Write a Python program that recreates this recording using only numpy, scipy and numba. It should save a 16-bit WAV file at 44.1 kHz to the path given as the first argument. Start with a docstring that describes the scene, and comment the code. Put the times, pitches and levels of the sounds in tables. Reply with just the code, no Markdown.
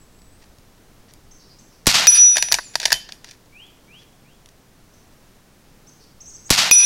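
"""Two rimfire rifle shots on a woodland range, heard from beside the shooter.
Each crack is a cluster of pressure fronts that scatters back from the trees. A fifth of a second later
the bullet strikes a small steel plate, whose ring swells and fades as it swings.
Between the shots the bolt is worked, its clicks and slides ringing the stock and the steel action.
Small birds chip and whistle over a quiet hush and a low outdoor rumble."""
import sys
import numpy as np
from scipy import signal
from scipy.fft import rfft, irfft
from scipy.io import wavfile
from numba import njit

SR = 44100
rng = np.random.default_rng(int(sys.argv[2]) if len(sys.argv) > 2 else 0)


def store_wav(level_fs):
    """Save 16-bit WAV to argv[1]."""
    pcm = np.round(np.clip(np.atleast_2d(level_fs), -1, 1) * 32767)
    wavfile.write(sys.argv[1], SR, pcm.T.astype(np.int16))


N = 302085
T = np.arange(N) / SR

# Each row: start in seconds, level in dB, seconds until the strike is heard, share of the plate's ring
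# left between its lobes (0-1), bell level in dB, overtone level in dB.
SHOTS = [(1.8683, -1, .2018, .08, 9.5, -6), (6.5036, -2, .2083, 0.55, 4, -4.5)]
# Tone of an echo off the trees. Each row: frequency in Hz, level in dB.
TREE_TONE = [(60, -20), (170, -9), (400, -18.5), (720, -3), (1200, -3), (2300, 0.5), (5000, 4), (6500, 1.5),
             (9000, -7), (12500, -12), (16000, -32.5)]


def undb(db):
    """Decibels to gain."""
    return 10 ** (np.asarray(db) / 20)


def unit(x):
    """Scale to an rms of one."""
    return x / np.sqrt(np.mean(x ** 2))


def add(out, start, x):
    """Mix x into out from start, in seconds."""
    i = max(int(start * SR), 0)
    out[i:i + len(x)] += x[:max(len(out) - i, 0)]


def colour(x, points, size=4096):
    """Causal EQ of unit power, shaped by (Hz, dB) points."""
    hz, db = np.transpose(points)
    bin_hz = np.arange(size // 2 + 1) * SR / size
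    log_gain = np.log(undb(np.interp(np.log(bin_hz + 1), np.log(hz), db)))
    cepstrum = irfft(log_gain)[:size // 2]
    cepstrum[1:] *= 2
    response = irfft(np.exp(rfft(cepstrum, size)))
    return signal.fftconvolve(x, response / np.linalg.norm(response))[:len(x)]


def fade(t, t60):
    """Exponential decay, 60 dB in t60 seconds."""
    return np.exp(-np.log(1000) * t / t60)


def burst(t, t60, tone):
    """Decaying noise through an EQ curve."""
    return colour(rng.standard_normal(len(t)) * fade(t, t60), tone)


def ring(modes, t):
    """Freely decaying modes (Hz, dB, t60)."""
    return sum(undb(db) * fade(t, t60) * np.sin(2 * np.pi * (hz * t + rng.random()))
               for hz, db, t60 in modes)


def resonate(x, modes, size=1024):
    """Drive damped resonances (Hz, width in Hz, dB) at unit power gain."""
    t = T[:size]
    response = sum((-1) ** k * undb(db) * width * np.exp(-np.pi * width * t) * np.sin(2 * np.pi * hz * t)
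                   for k, (hz, width, db) in enumerate(modes))
    response = np.diff(response)  # small parts radiate little bass
    return signal.fftconvolve(x, response / np.linalg.norm(response))[:len(x)]


def wander(rate_hz, size=N):
    """Smooth random drift with a spread near one."""
    step = int(SR / rate_hz)
    knots = size // step + 2
    return np.interp(np.arange(size) / step, np.arange(knots), rng.standard_normal(knots))


@njit
def follow(x, attack, release):
    """Envelope follower with separate rates for rising and falling."""
    out, level = np.empty(len(x)), 0.
    for i in range(len(x)):
        level += (x[i] - level) * (attack if x[i] > level else release)
        out[i] = level
    return out


def outdoors(hush_db=-52, wind_db=-55.5, ease_db_per_s=0.93, waver_db=2):
    """A steady distant hush over a low rumble that eases as the wind drops and briefly swells."""
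    # Tone of the hush. Each row: frequency in Hz, level in dB.
    hush_tone = [(12, -26), (20, 3), (60, -14), (130, -6), (270, -10.5), (337, -12.5), (388, -13),
                 (558, -16.5), (3070, -27), (6010, -27.5), (7310, -30), (14700, -34.5), (16000, -33)]
    # Low rumble swells: two wind gusts and, between them, the rifle's rest shaking as the bolt is worked.
    # Each row: peak time in seconds, half length in seconds, level in dB.
    rumble_swells = [(0.403, 0.25, -56.5), (2.597, .15, -58.5), (6.302, 0.16, -52.5)]
    rumble_tone = [(15, 3), (35, -5.5), (80, -7), (250, -41), (1000, -73.5)]
    hush = colour(rng.standard_normal(N), hush_tone) * undb(hush_db + 0.35 * wander(4.2))
    rumble = colour(rng.standard_normal(N), rumble_tone)
    breeze = undb(wind_db - ease_db_per_s * T)
    swells = sum(undb(db) * np.exp(-((T - peak) / half) ** 2) for peak, half, db in rumble_swells)
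    return hush + rumble * (breeze + swells) * undb(waver_db * wander(2.5))


def birds(waver=0.012, rasp=0.11, leaves_t60=0.5, chip_rise=0.23, chip_bend=2.6, flick_s=.009):
    """Nearly pure whistles, one pitch gesture for each kind of call; foliage smears the far ones."""
    # A small bird's chips, quick rises that level off. Each row: start in seconds, length in seconds,
    # top pitch in Hz, level in dB, share heard through foliage (0-1).
    chips = [(1.31, 0.018, 6500, -42.5, 0.57), (1.586, 0.017, 6560, -42.5, 0.5),
             (4.936, 0.015, 6400, -49.5, 0.65), (5.869, 0.031, 6670, -45, 0.42),
             (6.204, 0.022, 6600, -39.5, 0.4), (6.257, 0.051, 6880, -38, 0.42),
             (6.337, 0.034, 6600, -37.5, 0.3), (6.446, .04, 6900, -38.5, 0.45)]
    # Soft falling calls deep in the foliage. Each row: start in seconds, level in dB.
    far_calls = [(1.372, -47), (1.466, -48), (1.682, -51.5), (5.976, -49)]
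    # Another bird's upslurs. Each row: start in seconds, length in seconds, level in dB.
    whistles = [(3, 0.12, -54), (3.525, 0.15, -44.5), (3.88, 0.13, -45.5), (4.241, 0.12, -58)]
    # Thin high notes. Each row: start and length in seconds, first and last pitch in Hz, level in dB.
    thin_notes = [(0, 0.043, 7850, 7750, -56), (0.111, 0.3, 7600, 8260, -60.5),
                  (2.63, 0.064, 7740, 6600, -41.5)]
    direct, scattered = np.zeros(N), np.zeros(N)

    def glide(length, first=0, last=1):
        return np.linspace(first, last, int(length * SR))

    def sing(start, hz, db, far):
        size = len(hz)
        hz = hz * (1 + (waver + rasp * far ** 4) * wander(500, size))
        arch = np.abs(np.sin(np.linspace(0, np.pi, size))) ** 0.41
        note = undb(db + 2 * wander(90, size)) * arch * np.sin(2 * np.pi * np.cumsum(hz) / SR)
        add(direct, start, np.sqrt(1 - far) * note)
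        add(scattered, start, np.sqrt(far) * note)

    for start, length, top, db, far in chips:
        hz = top * (1 - chip_rise * np.exp(-chip_bend * glide(length)))
        sing(start, hz, db, far)
        sing(start, hz * 1.23, db - 10.5, far)  # the other side of the bird's throat
        if length > .03:  # longer chips end in a downward flick
            sing(start + length - flick_s, glide(flick_s, top, 4300), db - 4, far)
    for start, db in far_calls:
        sing(start, glide(.04, 5700, 4300), db, far=1)
    for start, length, db in whistles:
        slur = np.sin(np.pi / 2 * glide(length) ** .97) ** 2
        sing(start, np.interp(slur, [0, 1], [2280, 3400]), db, far=0.24)
    for start, length, first, last, db in thin_notes:
        sing(start, glide(length, first, last), db, far=0.25)
    leaves = rng.standard_normal(SR) * fade(T[:SR], leaves_t60) * (1 - fade(T[:SR], 0.094))
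    return direct + signal.fftconvolve(scattered, leaves / np.linalg.norm(leaves))[:N]


def woods(patchy_db=1.56, grain_db=0.5, dulling_s=0.14, dull_hz=4500, rise_s=.014, release_t60=.2):
    """Echo of countless trunks and twigs, stand behind stand; longer paths lose their treble."""
    # Stands of trees. Each row: first and last echo in seconds, level in dB, t60 in seconds.
    stands = [(.003, .075, -6, .27), (0.063, .19, -6.5, .72), (.21, .44, -24, 1.7),
              (.44, 1.199, -51.5, 2.8)]
    t = T[T < stands[-1][1]]
    twigs = unit(rng.standard_normal(len(t)) * undb(grain_db * rng.standard_normal(len(t))))
    bright = colour(twigs, TREE_TONE)
    dull = signal.sosfiltfilt(signal.butter(2, dull_hz, fs=SR, output="sos"), bright)
    echo = dull + (bright - dull) * np.exp(-t / dulling_s)
    power = 0
    for first, last, db, t60 in stands:
        age = np.maximum(t - first, 0)
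        swell = 1 - np.exp(-(age / rise_s) ** 2)
        release = fade(np.maximum(t - last, 0), release_t60)
        power = power + (undb(db) * swell * fade(age, t60) * release) ** 2
    return echo * np.sqrt(power) * undb(patchy_db * wander(216.2, len(t)))


def rifle_action(rattle_db=-27, rattle_t60=0.22, grit_db=5, pin_lead_s=.0098, lock_s=2.928, size=8000):
    """Each contact rings the wooden stock, the steel action and its edges; loose parts rattle on."""
    # The rifle is settled; the bolt lifts, hits its rear stop, feeds a round, closes; the hand returns.
    # Each row: start in seconds, level in dB, relative thud in dB, relative brightness in dB.
    contacts = [(.218, -49, -10, -2), (.585, -48.5, -11, 0), (1.137, -38, -22, 0.5), (2.3581, -23, 2, -13),
                (2.3684, -8.5, -3.5, -9.5), (2.377, -21, -4, -13), (2.382, -10.5, -8, -11),
                (2.4248, -4, -12, -9.5), (2.485, -22.5, -9, -17), (2.516, -19, 3, -1),
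                (2.5221, -1.5, -11.5, -8.5), (2.5282, -12, -3.5, 1.5), (2.5415, -3.5, -10, -11),
                (2.549, -15, -5.5, -8), (2.5855, -23.5, 10, -12), (2.7544, -9.5, -4.5, -10.5),
                (2.7996, -15, -13.5, -19), (2.816, -21.5, -15, -19), (2.83, -25, 1.5, -6.5),
                (2.854, -6.5, -8, -13), (2.857, -5.5, -10, -13), (2.88, -29, 4, -8.5),
                (2.904, -18, -2, -20), (2.92, -9.5, -2, -6), (2.9275, 1, -14.5, 1.5),
                (3.0895, -34.5, 0, -26), (3.122, -20, -44, -18), (3.2442, -32, -2, -9.5),
                (3.3113, -28.5, -25, -13), (4.459, -40, -15.5, -5), (4.488, -41.5, -8.5, -9)]
    # The bolt slides and hands brush the rifle. Each row: start and length in seconds, level in dB.
    slides = [(0.39, 0.065, -56.5), (1.079, 0.045, -54), (2.345, 0.0513, -30), (2.734, 0.016, -38.5),
              (2.793, 0.11, -31.5), (2.913, 0.032, -17), (3.23, 0.13, -46.5), (3.975, 0.069, -54.5)]
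    # Resonances of the three parts. Each row: frequency in Hz, width in Hz, level in dB.
    stock = [(336, 200, -1.5), (676, 130, 5), (948, 120, 1.5), (1640, 313, 1), (1942, 285, -4)]
    action = [(2440, 740, -1.5), (3650, 580, -2.5), (4384, 350, -2), (4760, 360, -1.5), (5830, 530, -2),
              (5900, 340, -11)]
    edges = [(6628, 400, 10.5), (8240, 270, -15.5), (8590, 300, 0), (10550, 2700, 1.5), (13740, 1500, -6.5)]
    # A contact shakes the rifle's rest; the action rings on as the bolt locks.
    # Each row: frequency in Hz, level in dB, t60 in seconds.
    rest_modes = [(38, -38, .25), (150, -36, .1)]
    lock_modes = [(3063, -22, .27), (3268, -42, .25), (6024, -36, .12), (11470, -48, .22)]
    out, t = np.zeros(N), T[:size]

    def body(force, thud, bright):
        parts = (stock, thud - .5), (action, 0), (edges, bright - 1)
        return sum(undb(db) * resonate(force, modes) for modes, db in parts)

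    def chatter(t60):
        return rng.choice([-1, 1], size) * fade(t, t60)

    for start, db, thud, bright in contacts:
        contact_t60 = .015 * undb(.3 * (thud - bright))  # dull contacts last longer than bright ones
        blow = body(chatter(contact_t60), thud, bright)
        rattle = undb(rattle_db) * body(chatter(rattle_t60), thud=-7, bright=-4)
        bump = ring(rest_modes, t) * (1 - fade(t, 0.023))
        add(out, start, undb(db) * (blow + rattle + bump))
    for start, length, db in slides:  # steel catches on steel in tiny uneven slips
        grit = unit(rng.standard_normal(size) * undb(grit_db * wander(500, size)))
        stroke = np.sin(np.pi * np.minimum(t / length, 1))
        add(out, start, undb(db) * body(grit * stroke, thud=-7.5, bright=-18))
    for start, *_ in SHOTS:  # the firing pin falls just ahead of the shot
        add(out, start - pin_lead_s, undb(-29) * body(chatter(t60=.013), thud=-1.3, bright=-10))
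    for start in rng.random(7) * T[-1]:  # faint stray ticks of handling
        add(out, start, undb(-54) * body(chatter(t60=.015), thud=-16, bright=-2))
    add(out, lock_s, ring(lock_modes, T[:SR]))
    return out


def steel_plate(kick, lobe_floor, bell_db, overtones_db, bell_t60=2.1, overtone_t60=0.9, build_s=.009,
                swing_hz=1.66, swing_s=.085, settle_s=0.32, shudder_hz=17, shudder_s=.14):
    """The bullet splashes on steel; returns the brief clang and long modes that throb with the swing."""
    # The long modes. Each row: frequency in Hz, level in dB.
    bell_modes = [(5881, 0), (6119, -33), (6180, -38)]
    overtone_modes = [(9910, -2), (9654, -11)]
    # The shorter modes. Each row: frequency in Hz, level in dB, t60 in seconds.
    clang_modes = [(1597, -37, .7), (2326, -37.5, .6), (2497, -15, 0.12), (2525, -32.5, 0.89),
                   (3338, -33.5, 0.39), (3628, -26, .65), (4942, -25, 0.22), (6178, -25, .33),
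                   (7635, -31, 0.75), (9080, -28.5, .33), (10425, -25, .42), (11315, -28, .3),
                   (11745, -35, 0.49), (12100, -36.5, .45), (13395, -44, 0.52), (14280, -37, 0.492),
                   (14862, -34, .5)]
    # Tone of the bullet's splash. Each row: frequency in Hz, level in dB.
    splash_tone = [(100, -18), (400, -12.5), (700, -5), (1200, -1.5), (2500, -2), (5000, 1), (7000, -0.5),
                   (10000, -16), (16000, -7)]
    t = T[:SR]
    # The plate swings on its hook and shudders, turning its lobes to and from the listener.
    angle = kick * np.sin(2 * np.pi * swing_hz * t) * np.exp(-t / swing_s)
    facing = np.hypot(np.sin(angle), lobe_floor * np.exp(-t / settle_s))
    shudder = 1 - .8 * np.cos(2 * np.pi * shudder_hz * t) * np.exp(-t / shudder_s)
    build = 1 - np.exp(-t / build_s)
    bell = undb(bell_db) * facing * build * ring([(hz, db, bell_t60) for hz, db in bell_modes], t)
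    overtones = undb(overtones_db) * ring([(hz, db, overtone_t60) for hz, db in overtone_modes], t)
    throb = (bell + shudder * overtones) * (1 - t ** 2)
    # Every shorter mode has lobes of its own, so each wavers by itself.
    clang = sum(ring([mode], t) * undb(4 + 4 * wander(28, len(t))) for mode in clang_modes)
    splash = undb(1) * burst(t, 0.012, splash_tone)
    return clang + splash, throb


def rifle_shot(echo, push_s=0.0028, roll_db=-29.5, roll_t60=.28, size=12000):
    """Sharp fronts, each with a push of air and its suction, then the trees' answer."""
    # Pressure fronts. Each row: delay in seconds, crack level in dB, crack length in seconds, push gain.
    fronts = [(0, 4.5, 0.00056, 0.019), (.0013, -4, 0.0056, 0.27), (.0052, -4.5, 0.0018, 1.3),
              (0.0088, -3.5, .005, .05)]
    # Tones of the crack and of the blast rolling over the ground. Each row: frequency in Hz, level in dB.
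    crack_tone = [(150, 11), (500, -11.5), (1500, 0), (3000, 0.5), (5800, 7), (8000, 0), (12000, -2.5),
                  (16000, -24)]
    roll_tone = [(30, -8), (90, -3), (165, 0), (260, -4), (400, -26), (1500, -60)]
    # A short hollow boom: the ground bounces the blast back and the shooting bench thumps. Each row: frequency
    # in Hz, level in dB against the push, t60 in seconds.
    boom_modes = [(85, -15, .06), (250, -21, 0.06)]
    # Echoes off single near trunks. Each row: delay in seconds, level in dB.
    trunks = [(.047, -6), (0.0575, -6), (.166, -14)]
    t, out = T[:size], echo.copy()
    for delay, db, length, push in fronts:
        crack = colour(rng.standard_normal(size) * np.exp(-(t / length) ** 2), crack_tone)
        blast = (1 - t / push_s) * np.exp(-t / push_s)
        boom = sum(undb(level) * fade(t, t60) * np.cos(2 * np.pi * hz * t)
                   for hz, level, t60 in boom_modes)
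        add(out, delay, undb(db) * crack + push * (blast + boom))
    add(out, fronts[1][0], undb(roll_db) * burst(t, roll_t60, roll_tone))
    for delay, db in trunks:
        add(out, delay, undb(db) * burst(t, 0.0029, TREE_TONE))
    return out


def scene(swing_kicks=(11.7, 13.3), throb_echo_db=-30, clang_echo_db=-7, action_echo_db=-34):
    """Shots, plate and bolt sound into the same woods, over the birds, the hush and the rumble."""
    out, echo = np.zeros(N), woods()
    shot, trees = rifle_shot(echo), echo / np.linalg.norm(echo)
    for (start, db, flight, *strike), kick in zip(SHOTS, swing_kicks):
        add(out, start, undb(db) * shot)
        clang, throb = steel_plate(kick, *strike)
        add(out, start + flight, clang + throb)
        echo_send = undb(throb_echo_db) * throb + undb(clang_echo_db) * clang
        add(out, start + flight, signal.fftconvolve(echo_send, trees))
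    action = rifle_action()
    out += action + undb(action_echo_db) * signal.fftconvolve(action, trees)[:N]
    return (out + birds() + outdoors())[None]


def record(dry, threshold_db=-15, ratio=2, attack_s=0.0038, release_s=0.0086, top_hz=15800):
    """A fast compressor turns loud passages down, the peaks clip and a low-pass cuts the top."""
    envelope = follow(np.abs(dry[0]), 1 / (attack_s * SR), 1 / (release_s * SR))
    compressed = dry * np.maximum(envelope / undb(threshold_db), 1) ** (1 / ratio - 1)
    lowpass = signal.ellip(8, .2, 70, top_hz, fs=SR, output="sos")
    return signal.sosfilt(lowpass, np.clip(compressed, -1, 1))


dry = scene()
out = record(dry)
store_wav(out)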